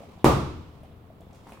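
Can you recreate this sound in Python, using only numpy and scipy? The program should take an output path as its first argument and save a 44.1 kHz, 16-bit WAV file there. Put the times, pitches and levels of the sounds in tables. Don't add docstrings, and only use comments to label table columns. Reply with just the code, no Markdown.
import sys
import numpy as np
from scipy import signal
from scipy.fft import rfft, irfft
from scipy.io import wavfile
from scipy.ndimage import uniform_filter1d

SR = 44100
rng = np.random.default_rng(int(sys.argv[2]) if len(sys.argv) > 2 else 0)


def unload_wav(signal):
    wavfile.write(
        sys.argv[1],
        SR,
        np.round(np.clip(np.atleast_2d(signal).T, -1, 1) * 32767).astype(np.int16),
    )


def undo_db(level):
    steps = np.asarray(level, float) / 20
    return 10 ** steps


N = 70560

# [Hz, dB per Hz]
HUM_COLOUR = [(15, -16), (30, -5.5), (90, 2.5), (300, -7), (700, -16), (1300, -20), (1600, -27),
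              (3500, -34), (6100, -49.5), (16000, -38.5)]
HUM_DB = -50
# [s, dB]
STIR_LEVEL = [(0, -60), (.12, -62.5), (.24, -67.5), (.85, -68.5), (0.998, -74.5), (1.17, -74), (1.27, -71),
              (1.37, -66), (1.44, -66), (1.54, -59.5), (1.6, -68)]
# [Hz, dB per Hz]
STIR_COLOUR = [(120, -65), (200, -3), (360, -14), (509, -11), (1060, -10.5), (1590, -25.5), (2250, -20.5),
               (16000, -43)]

# [Hz, 0 to 1]
PORT_LIKENESS = [(60, 1), (180, 0.89), (550, 0.62), (1400, 0.1), (3000, 0.059), (15000, 0.024)]
# [Hz, dB]
PORT_LEAN = [(60, 4.5), (240, 1), (950, -0.5), (3770, -3.5), (15000, 0)]

# [Hz, s]
HALL_T60 = [(60, 1), (130, 0.93), (300, 0.64), (700, 0.42), (1400, 0.53), (3500, 0.67), (7000, 0.5),
            (12000, 0.36)]
# [Hz, dB]
HALL_BLOW_COLOUR = [(30, -12), (105, -1), (200, -0.5), (370, 1), (700, -2), (1200, -0.5), (1600, -16.5),
                    (3600, -23), (15500, -34.5)]
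# [Hz, dB]
HALL_PAT_COLOUR = [(30, -14), (1200, -1.5), (1800, 8), (16000, 6)]
HALL_BLOW_DB, HALL_PAT_DB = 32, -6
FAR_END_DB, FAR_END_STRETCH = -13, 1.75
LOW_START_S, LOW_RISE_S = .003, .016
TREBLE_HZ, TREBLE_START_S, TREBLE_RISE_S = 1600, .001, .005

# [s, dB, Hz, dB]
FOOT_PATS = [(.004, -35, 556, -37), (.019, -38, 650, -49), (.034, -34.5, 690, -58), (.044, -43, 660, -46),
             (.085, -39, 382, -51), (.175, -39.5, 700, -31), (.832, -36.5, 617, -70), (.846, -39, 751, -56),
             (.91, -45, 650, -47), (1.039, -46, 757, -65), (1.102, -36.5, 653, -41), (1.111, -54, 585, -68),
             (1.2037, -40.5, 635, -34.5), (1.232, -42, 477, -36.5), (1.325, -43, 684, -58),
             (1.337, -43.5, 652, -59), (1.35, -51, 645, -47), (1.216, -41.5, 684, -42),
             (1.267, -44, 527, -35.5), (1.3, -46, 845, -41), (1.523, -53, 430, -34.5),
             (1.542, -41, 405, -37.5)]
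PAT_T60_S, PAT_RISE_S = 0.03, 0.0024
THUD_HZ, THUD_T60_S = 179, 0.026
# [s, dB, s, Hz, octaves]
SKIN_SCUFFS = [(0.112, -69, 0.011, 4380, 0.071), (0.191, -61.5, 0.035, 3300, 0.22),
               (0.832, -62, 0.0089, 10400, 0.37), (.833, -61, 0.029, 2500, 0.65),
               (0.859, -63.5, .01, 2900, 0.15), (0.911, -67, 0.037, 2800, 0.33),
               (1.206, -60, 0.013, 8800, 1.4), (1.216, -62.5, 0.012, 3690, 0.16),
               (1.33, -59, 0.0086, 6100, 0.48), (1.346, -63, 0.055, 4250, 1.06),
               (1.472, -57, 0.0094, 3920, 1), (1.488, -62, 0.06, 8200, 0.88),
               (1.506, -59, 0.0066, 7000, 0.86), (1.5205, -50, .005, 2400, 0.61),
               (1.521, -53, .004, 10600, 0.23), (1.533, -55.5, 0.0069, 4000, 1.2)]
# [s, dB, Hz]
TOE_TICKS = [
    (1.4695, -34, 900),
    (1.477, -40, 800),
    (1.487, -38, 900),
    (1.4945, -36, 1050),
    (1.502, -39, 650),
    (1.5208, -34, 700),
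    (1.5212, -42, 2500),
    (1.5275, -39, 400),
    (1.574, -39, 1150),
]
TICK_T60_S = .011

# [Hz, dB, s]
STANDING_WAVES = [(63.1, -21, 0.68), (78.47, -24.5, 1), (131.24, -18, .6), (140.3, -16.5, 0.52),
                  (204.8, -25.5, 0.62), (355.8, -20.5, 0.52)]
STANDING_RISE_S = 0.0072
# [s, dB, dB, Hz]
EARLY_ECHOES = [
    (.0061, -15, -13, 14000),
    (.0092, -22, -19, 5000),
    (.0228, -16, -13, 4000),
    (.0295, -12, -13, 700),
    (.039, -16, -16, 2500),
    (.055, -14, -15, 900),
    (.0120, -5, -6, 250),
    (.0141, -6, -4, 3500),
]

PUNCH_S, PUNCH_DB = .24402, .5
# [Hz, dB, s]
PAD_MODES = [
    (300, -2, .0016),
    (930, -6.5, .0013),
    (1550, -14, .0004),
]
# [Hz, dB]
CRACK_COLOUR = [(1500, -32), (2500, -18), (3800, 5.5), (5500, 0.5), (9000, -2.5), (13000, -2), (16000, -15)]
CRACK_DB, CRACK_T60_S = -18, 0.0063


def evened(x):
    return x / np.sqrt(np.mean(x ** 2) + 1e-20)


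def read(points, hz):
    f, value = np.transpose(points)
    return np.interp(np.log(hz + 1), np.log(f + 1), value)


def colour(x, tone):
    size = x.shape[-1]
    gain = undo_db(read(tone, np.fft.rfftfreq(size, 1 / SR)))
    return irfft(rfft(x) * gain, size)


def add(mix, s, sound):
    part = mix[..., max(round(s * SR), 0):][..., :sound.shape[-1]]
    part += sound[..., :part.shape[-1]]


def two_ports(x):
    hz = np.fft.rfftfreq(x.shape[1], 1 / SR)
    a, b = rfft(x)
    same = np.clip(read(PORT_LIKENESS, hz), 0, 1)
    lean = undo_db(read(PORT_LEAN, hz) / 2)
    mid = a * np.sqrt(1 + same)
    side = b * np.sqrt(1 - same)
    ports = np.array([(mid + side) * lean, (mid - side) / lean])
    return irfft(ports, x.shape[1]) / np.sqrt(2)


def air():
    hum = undo_db(HUM_DB) * evened(two_ports(colour(rng.standard_normal((2, N)), HUM_COLOUR)))
    flutter = undo_db(1.5 * evened(uniform_filter1d(rng.standard_normal(N), 300)))
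    stir = two_ports(colour(rng.standard_normal((2, N)), STIR_COLOUR))
    s, db = np.transpose(STIR_LEVEL)
    stir_level = undo_db(np.interp(np.arange(N) / SR, s, db) + 8)
    return hum + evened(stir * flutter) * stir_level


def hall(x, tone, db):
    size, gap = SR + SR // 2, 12
    taps = np.zeros((2, size))
    at = np.arange(0, size - gap, gap)
    where = at + rng.integers(0, gap, (2, len(at)))
    np.put_along_axis(taps, where, rng.choice([-1., 1.], (2, len(at))), 1)
    hz, t, z = signal.stft(taps, SR, nperseg=1024, noverlap=896)
    fall_db = -60 * t / read(HALL_T60, hz)[:, None]
    decay = np.hypot(undo_db(fall_db), undo_db(FAR_END_DB + fall_db / FAR_END_STRETCH))
    tail = signal.istft(z * decay, SR, nperseg=1024, noverlap=896)[1]
    tail = two_ports(colour(tail[:, :size] / np.linalg.norm(tail[0]), tone))
    t = np.arange(tail.shape[1]) / SR
    low = colour(tail, [(TREBLE_HZ * .8, 0), (TREBLE_HZ * 1.5, -60)])
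    low_rise = np.clip((t - LOW_START_S) / LOW_RISE_S, 0, 1)
    treble_rise = np.clip((t - TREBLE_START_S) / TREBLE_RISE_S, 0, 1)
    tail = low * low_rise + (tail - low) * treble_rise
    return undo_db(db) * signal.fftconvolve(x[None], tail, axes=1)[:, :N]


def pats():
    out, t = np.zeros(N), np.arange(round(SR / 10)) / SR
    for s, db, hz, thud_db in FOOT_PATS:
        ring = undo_db(db - 60 * t / PAT_T60_S) * np.sin(2 * np.pi * hz * t)
        thud = undo_db(thud_db - 60 * t / THUD_T60_S) * np.sin(2 * np.pi * THUD_HZ * t)
        add(out, s, -(ring + thud) * np.minimum(t / PAT_RISE_S, 1))
    return out


def scuffs():
    out, t = np.zeros(N), np.arange(round(SR / 10)) / SR
    f = np.fft.rfftfreq(len(t), 1 / SR) + 1
    for s, db, length, hz, spread in SKIN_SCUFFS:
        band = np.exp(-.5 * (np.log2(f / hz) / spread) ** 2)
        puff = evened(irfft(rfft(rng.standard_normal(len(t))) * band, len(t)))
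        add(out, s, puff * undo_db(db - 20 * t / length) * np.minimum(t * 1000, 1))
    return out


def ticks():
    out, t = np.zeros(N), np.arange(round(SR / 50)) / SR
    for s, db, hz in TOE_TICKS:
        snap = -undo_db(db - 60 * t / TICK_T60_S) * np.sin(2 * np.pi * hz * t)
        add(out, s, snap * np.minimum(t * 4000, 1))
    return out


def boom():
    t = np.arange(SR) / SR
    ring = sum(-undo_db(db - 60 * t / t60) * np.sin(2 * np.pi * hz * t) for hz, db, t60 in STANDING_WAVES)
    return ring * (1 - np.exp(-t / STANDING_RISE_S))


def add_echoes(mix, blow):
    for delay, left_db, right_db, dull_hz in EARLY_ECHOES:
        soft = signal.lfilter(*signal.butter(1, min(dull_hz, 20000), fs=SR), blow)
        add(mix, PUNCH_S + delay, undo_db(np.array([[left_db], [right_db]])) * soft)


def punch():
    t = np.arange(round(SR / 8)) / SR
    pad = np.zeros(len(t))
    for hz, db, full in PAD_MODES:
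        swing = t / full * np.exp(.5 - .5 * (t / full) ** 2)
        pad -= undo_db(db) * swing * np.sin(2 * np.pi * hz * t)
    crack = evened(colour(rng.standard_normal(len(t)), CRACK_COLOUR))
    crack = crack * undo_db(CRACK_DB - 60 * t / CRACK_T60_S)
    return undo_db(PUNCH_DB) * (pad + crack * np.minimum(t * 4000, 1))


def scene():
    blow, steps = punch(), pats() + scuffs() + ticks()
    hit, burst = np.zeros(N), np.zeros(N)
    add(hit, PUNCH_S, blow)
    add(burst, PUNCH_S, np.ones(1))
    out = air() + steps + hall(steps, HALL_PAT_COLOUR, HALL_PAT_DB)
    out = out + hit + hall(burst, HALL_BLOW_COLOUR, HALL_BLOW_DB)
    add(out, PUNCH_S, boom())
    add_echoes(out, blow)
    return out


def top_cut(x):
    return signal.sosfilt(signal.butter(12, 16300, fs=SR, output="sos"), x)


def record(dry):
    ceiling, knee, edge_hz = 1.0, 8, 15950
    held = dry / (1 + abs(dry / ceiling) ** knee) ** (1 / knee)
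    held = signal.sosfilt(signal.ellip(8, .3, 70, edge_hz, fs=SR, output="sos"), held)
    return top_cut(held)


dry = scene()
out = record(dry)
unload_wav(out)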